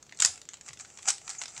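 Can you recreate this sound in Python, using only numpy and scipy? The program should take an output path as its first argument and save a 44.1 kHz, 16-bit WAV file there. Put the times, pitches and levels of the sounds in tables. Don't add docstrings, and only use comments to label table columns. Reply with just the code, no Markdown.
import sys
import numpy as np
from scipy import signal
from scipy.fft import rfft, irfft, next_fast_len
from scipy.io import wavfile
from scipy.ndimage import uniform_filter1d

SR = 44100
rng = np.random.default_rng(int(sys.argv[2]) if len(sys.argv) > 2 else 0)


def inscribe(sig):
    pcm = np.round(np.clip(np.atleast_2d(sig).T, -1, 1) * 32767)
    wavfile.write(sys.argv[1], SR, pcm.astype(np.int16))


N = 70560

# f/Hz, level/dB
ROOM_NOISE_COLOUR = [(25, -15), (60, 6), (115, 7), (200, 3.5), (450, 3), (1600, -10), (3000, -9),
                     (4600, -8), (7300, -11.5), (9500, -53), (12000, -22), (15000, -28)]
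ROOM_NOISE_DB = -63

# t/s, level/dB
SLIDE_LEVELS = [(0, -72.5), (.17, -64.5), (.21, -51), (.27, -46.5), (.35, -55), (.47, -79), (.52, -65),
                (.6, -72), (.68, -51), (.76, -88), (0.804, -45), (0.839, -61), (.93, -59), (1.044, -56),
                (1.07, -40), (1.085, -24.5), (1.103, -51), (1.125, -74), (1.239, -57), (1.298, -47),
                (1.375, -52.5), (1.431, -44), (1.465, -70), (1.49, -49), (1.518, -56.5), (1.576, -46),
                (1.6, -50)]
# f/Hz, level/dB
RASP_COLOUR = [(300, -70), (1500, -36), (3500, -15), (4700, -10), (6200, -4), (7400, 0), (8100, -4),
               (9000, -16), (10500, -27), (12000, -48), (15500, -52)]
# f/Hz, level/dB
HOLLOW_COLOUR = [(100, -45), (300, -38), (520, -20), (700, -4), (820, 1), (1050, -7), (1350, -2),
                 (1800, -4), (2300, -2), (3200, -6), (4500, -8), (9000, -38)]
SLIPS_PER_S, SLIP_SPREAD_DB, HOLLOW_DB = 2200, 4, -7

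# t/s, snap level/dB, knock level/dB, edge f/Hz, shell f/Hz
CONTACTS = [(.027,-44,-52,7100,1280), (0.066,-55.5,-58.5,7240,1400), (0.094,-52.5,-49,6460,2380),
            (0.1128,-61,-55,7410,2340), (.124,-49.5,-40.5,7400,2040), (.1475,-51.5,-66,6240,840),
            (.173,-44,-71,6970,1010), (0.1896,-40,-50,6600,1380), (0.1988,-38,-39,6700,1680),
            (.2016,-20.5,-33,7030,1840), (0.2027,-24,-32,8140,3240), (.214,-31.5,-38.5,7600,3380),
            (0.2216,-16,-44,7410,3160), (0.2226,-23,-25,7660,1930), (0.2239,-19,-25,7160,3320),
            (0.2267,-31,-42,6300,3170), (0.2351,-25.5,-34,6720,2800), (0.2467,-28,-29.5,6670,2600),
            (0.2489,-12,-25,6500,2620), (.2513,-26,-31.5,7200,1700), (0.2579,-16.5,-33.5,7730,3620),
            (.276,-31,-40.5,7150,3350), (0.3576,-43,-50,7330,1370), (.377,-44.5,-48,7550,1340),
            (0.4164,-42,-48,6620,3570), (0.4535,-50.5,-57,7340,2580), (.4893,-35.5,-40.5,6370,2340),
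            (.5349,-40,-45.5,7400,3030), (0.541,-40,-45,7670,3240), (0.5707,-52,-57,7300,1470),
            (0.611,-42,-49,6480,780), (.663,-44.5,-52,7400,1280), (.6805,-43,-46,6900,2250),
            (0.6871,-37,-43,5680,1980), (0.6904,-47,-43.5,7300,1890), (.707,-70,-48.5,6100,800),
            (0.732,-42.5,-45.5,6900,1950), (0.7363,-44.5,-54,7300,1900), (0.7731,-47.5,-49.5,6780,2470),
            (0.7912,-45,-53,6060,2410), (.798,-41,-42,6800,2410), (.8074,-40,-70,6840,2560),
            (.8488,-49.5,-46.5,7050,1480), (0.855,-54,-50.5,6900,1310), (0.9022,-48,-52.5,6530,1820),
            (.974,-42,-48.5,6960,2470), (0.9874,-47,-49,7240,2490), (0.991,-50,-46,5160,2550),
            (1.0242,-47,-78,7200,2190), (1.0287,-42.5,-47.5,7450,2240), (1.056,-42,-42,6900,915),
            (1.077,-29.5,-34.5,6900,800), (1.0813,-32,-36.5,7340,820), (1.0856,-24,-28,5830,1400),
            (1.088,-21,-37.5,7320,830), (1.0905,-28,-36,7800,3320), (1.0938,-25.5,-39,7490,2290),
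            (1.0972,-29,-30.5,7300,2310), (1.1028,-23,-59,7040,2340), (1.1045,-20.5,-32,7650,2230),
            (1.108,-47,-47,7600,2380), (1.182,-42.5,-50,7300,3120), (1.2162,-50.5,-51,6740,780),
            (1.2785,-37,-39,7240,1950), (1.2934,-33,-42,6660,2390), (1.2996,-34,-41.5,7350,2380),
            (1.3038,-35,-47,4900,1360), (1.311,-39,-46.5,6400,3420), (1.3315,-43,-50,7300,2070),
            (1.35,-47,-45,7300,2300), (1.4163,-33,-31.5,6000,2130), (1.4213,-35,-48,7300,1700),
            (1.4365,-36.5,-42,6420,2220), (1.457,-37,-38,5500,3650), (1.4809,-39.5,-46,6120,3450),
            (1.5655,-60,-42,7000,2250), (1.5775,-36,-41,6770,2110)]
# f/Hz, level/dB
SNAP_COLOUR = [(300, -55), (2000, -38.5), (3500, -11), (4700, -5.5), (5400, -4.5), (6200, -2.5), (7200, 3),
               (8000, -3.5), (9000, -14), (10500, -21.5), (12000, -33.5), (15000, -33.5), (15800, -50)]
# f/Hz, level/dB
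KNOCK_COLOUR = [(80, -36), (300, -24), (550, -15), (790, -6), (1050, -3), (1400, 0), (2200, 0), (3200, -2),
                (4500, -1), (7000, -14), (12000, -61)]
# ratio to the edge pitch, level/dB, time to fade by 60 dB (t60)/s
EDGE_TONES = [(.82, -12, .009), (.92, -9, .008), (1, 0, .005), (1.08, -10, .008)]
# ratio to the shell pitch, level/dB, t60/s
SHELL_TONES = [(1, 0, .012), (1.3, -7, .009), (1.7, -7, .009)]
SNAP_T60_S, KNOCK_T60_S = .011, .012
EDGE_RING_DB, SHELL_RING_DB, BLOW_DB = 1, -4, -1
TONE_SPREAD_DB = 2.3
RING_RISE_S = .0003
CLICK_S = .003
CUBE_DB = -1.5

# t/s, level/dB, f/Hz
BUMPS = [(0.056, -62, 138), (0.2475, -57, 114), (.288, -52, 85), (0.698, -51.5, 135), (0.722, -54.5, 106),
         (1.07, -61, 115), (1.284, -61, 64.7), (1.577, -60, 140)]
BUMP_T60_S, BUMP_ATTACK_S = .23, .0024
# t/s, level/dB
THUDS = [(.2016, -45), (.2492, -38)]
# f/Hz, level/dB, t60/s
THUD_TONES = [(132, -5, 0.066), (277, 1, 0.021), (422, -8.5, 0.022), (568, 3.5, 0.025), (894, 9, 0.019)]

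# t/s, level/dB, f/Hz, length/s
SQUEAKS = [(1.384, -33.5, 6820, 0.0052), (1.387, -38, 6340, 0.0089), (1.394, -55, 6350, .009)]
SQUEAK_WAVER = .01

# f/Hz, t60/s
ROOM_T60 = [(200, 0.72), (1000, 0.17), (4000, .26), (7500, 0.18), (14000, 0.39)]
# f/Hz, level/dB
ROOM_COLOUR = [(100, -10), (450, -9), (800, -1), (1500, 0), (8000, 0), (10500, -2), (12500, -12)]
ROOM_DB, ROOM_BUILD_S = -9, .001
EARLY_DB, EARLY_T60_S, EARLY_DELAY_S = -5.5, .013, .0011

TOP_HZ = 15800


def amp(db):
    return 10 ** (np.asarray(db) / 20)


def unit(x):
    return x / np.sqrt(np.mean(x ** 2) + 1e-20)


def packet(x):
    return x / np.sqrt(np.sum(x ** 2) + 1e-20)


def along(points, hz):
    f, v = np.transpose(points)
    return np.interp(np.log(hz + 1), np.log(f + 1), v)


def add(track, s, x):
    i = max(0, round(s * SR))
    track[i:i + len(x)] += x[:max(0, len(track) - i)]


def response(points, size=2048):
    log_gain = np.log(amp(along(points, np.fft.rfftfreq(size, 1 / SR))))
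    folded = irfft(log_gain)
    folded[1:size // 2] *= 2
    folded[size // 2 + 1:] = 0
    return packet(irfft(np.exp(rfft(folded)))[:size // 2])


def through(x, h):
    return signal.fftconvolve(x, h)[:len(x)]


def in_room(x, size=16384):
    hz, t, bands = signal.stft(rng.standard_normal(size), SR, nperseg=256)
    fade_db = along(ROOM_COLOUR, hz)[:, None] - 60 * t / along(ROOM_T60, hz)[:, None]
    tail = signal.istft(bands * amp(fade_db), SR)[1]
    age = np.arange(len(tail)) / SR
    tail = tail * (1 - np.exp(-age / ROOM_BUILD_S))
    early = rng.standard_normal(len(age)) * amp(-60 * age / EARLY_T60_S)
    early *= 1 - np.exp(-(age / EARLY_DELAY_S) ** 2)
    h = amp(ROOM_DB) * packet(tail) + amp(EARLY_DB) * packet(early)
    h[0] += 1
    return signal.fftconvolve(x, h)


def room_noise():
    spectrum = rfft(rng.standard_normal(N))
    gain = amp(along(ROOM_NOISE_COLOUR, np.fft.rfftfreq(N, 1 / SR)))
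    return amp(ROOM_NOISE_DB) * unit(irfft(spectrum * gain, N))


def rasp():
    happens = rng.random(N) < SLIPS_PER_S / SR
    strength = amp(SLIP_SPREAD_DB * np.clip(rng.standard_normal(N), -2, 2))
    slips = unit(happens * strength * rng.choice([-1, 1], N))
    slips = slips * amp(np.interp(np.arange(N) / SR, *np.transpose(SLIDE_LEVELS)))
    bright = through(slips, response(RASP_COLOUR))
    hollow = amp(HOLLOW_DB) * through(slips, response(HOLLOW_COLOUR))
    return in_room(bright + hollow)[:N]


def strike(colour, t60, hz, tones, ring_db, size=2048):
    t = np.arange(size) / SR
    chatter = packet(through(rng.standard_normal(size) * amp(-60 * t / t60), colour))
    ring = np.zeros(size)
    for ratio, db, life in tones:
        fade = amp(db + rng.normal(0, TONE_SPREAD_DB) - 60 * t / life)
        ring += fade * np.sin(2 * np.pi * (hz * ratio * t + rng.random()))
    ring = packet(ring * (1 - np.exp(-(t / RING_RISE_S) ** 2)))
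    blow = np.pad(colour, (0, size - len(colour)))
    mix = amp(BLOW_DB) * blow + chatter + amp(ring_db) * ring
    return packet(mix) * np.sqrt(CLICK_S * SR)


def clicks():
    out, snap, knock = np.zeros(N), response(SNAP_COLOUR), response(KNOCK_COLOUR)
    for s, snap_db, knock_db, edge_hz, shell_hz in CONTACTS:
        edge = amp(snap_db) * strike(snap, SNAP_T60_S, edge_hz, EDGE_TONES, EDGE_RING_DB)
        shell = amp(knock_db) * strike(knock, KNOCK_T60_S, shell_hz, SHELL_TONES, SHELL_RING_DB)
        add(out, s, in_room(edge + shell))
    return amp(CUBE_DB) * out


def hand_bumps():
    out, t = np.zeros(N), np.arange(SR // 4) / SR
    for s, db, hz in BUMPS:
        envelope = amp(db - 60 * t / BUMP_T60_S) * (1 - np.exp(-t / BUMP_ATTACK_S))
        add(out, s, envelope * np.sin(2 * np.pi * hz * t))
    return out


def seating_thuds():
    out, t = np.zeros(N), np.arange(SR // 4) / SR
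    thud = np.zeros(len(t))
    for k, (hz, db, t60) in enumerate(THUD_TONES):
        sign = (-1) ** k
        thud += sign * amp(db - 60 * t / t60) * np.sin(2 * np.pi * hz * t)
    thud = packet(thud) * np.sqrt(CLICK_S * SR)
    for s, db in THUDS:
        add(out, s, in_room(amp(db) * thud))
    return out


def squeaks():
    out = np.zeros(N)
    for s, db, hz, length in SQUEAKS:
        progress = np.arange(SR // 20) / SR / length
        wander = unit(uniform_filter1d(rng.standard_normal(len(progress)), size=30))
        pitch = hz * (1 + SQUEAK_WAVER * wander)
        swell = np.sqrt(2 * np.abs(np.sin(np.pi * np.minimum(progress, 1))))
        tone = np.sin(2 * np.pi * np.cumsum(pitch) / SR)
        add(out, s, in_room(amp(db) * swell * tone))
    return out


def scene():
    sliding = room_noise() + rasp() + squeaks()
    hands = hand_bumps() + seating_thuds()
    return (sliding + hands + clicks())[None]


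def record(dry):
    m = next_fast_len(N + SR // 2)
    keep = np.fft.rfftfreq(m, 1 / SR) < TOP_HZ
    return irfft(rfft(dry, m) * keep, m)[..., :N]


dry = scene()
out = record(dry)
inscribe(out)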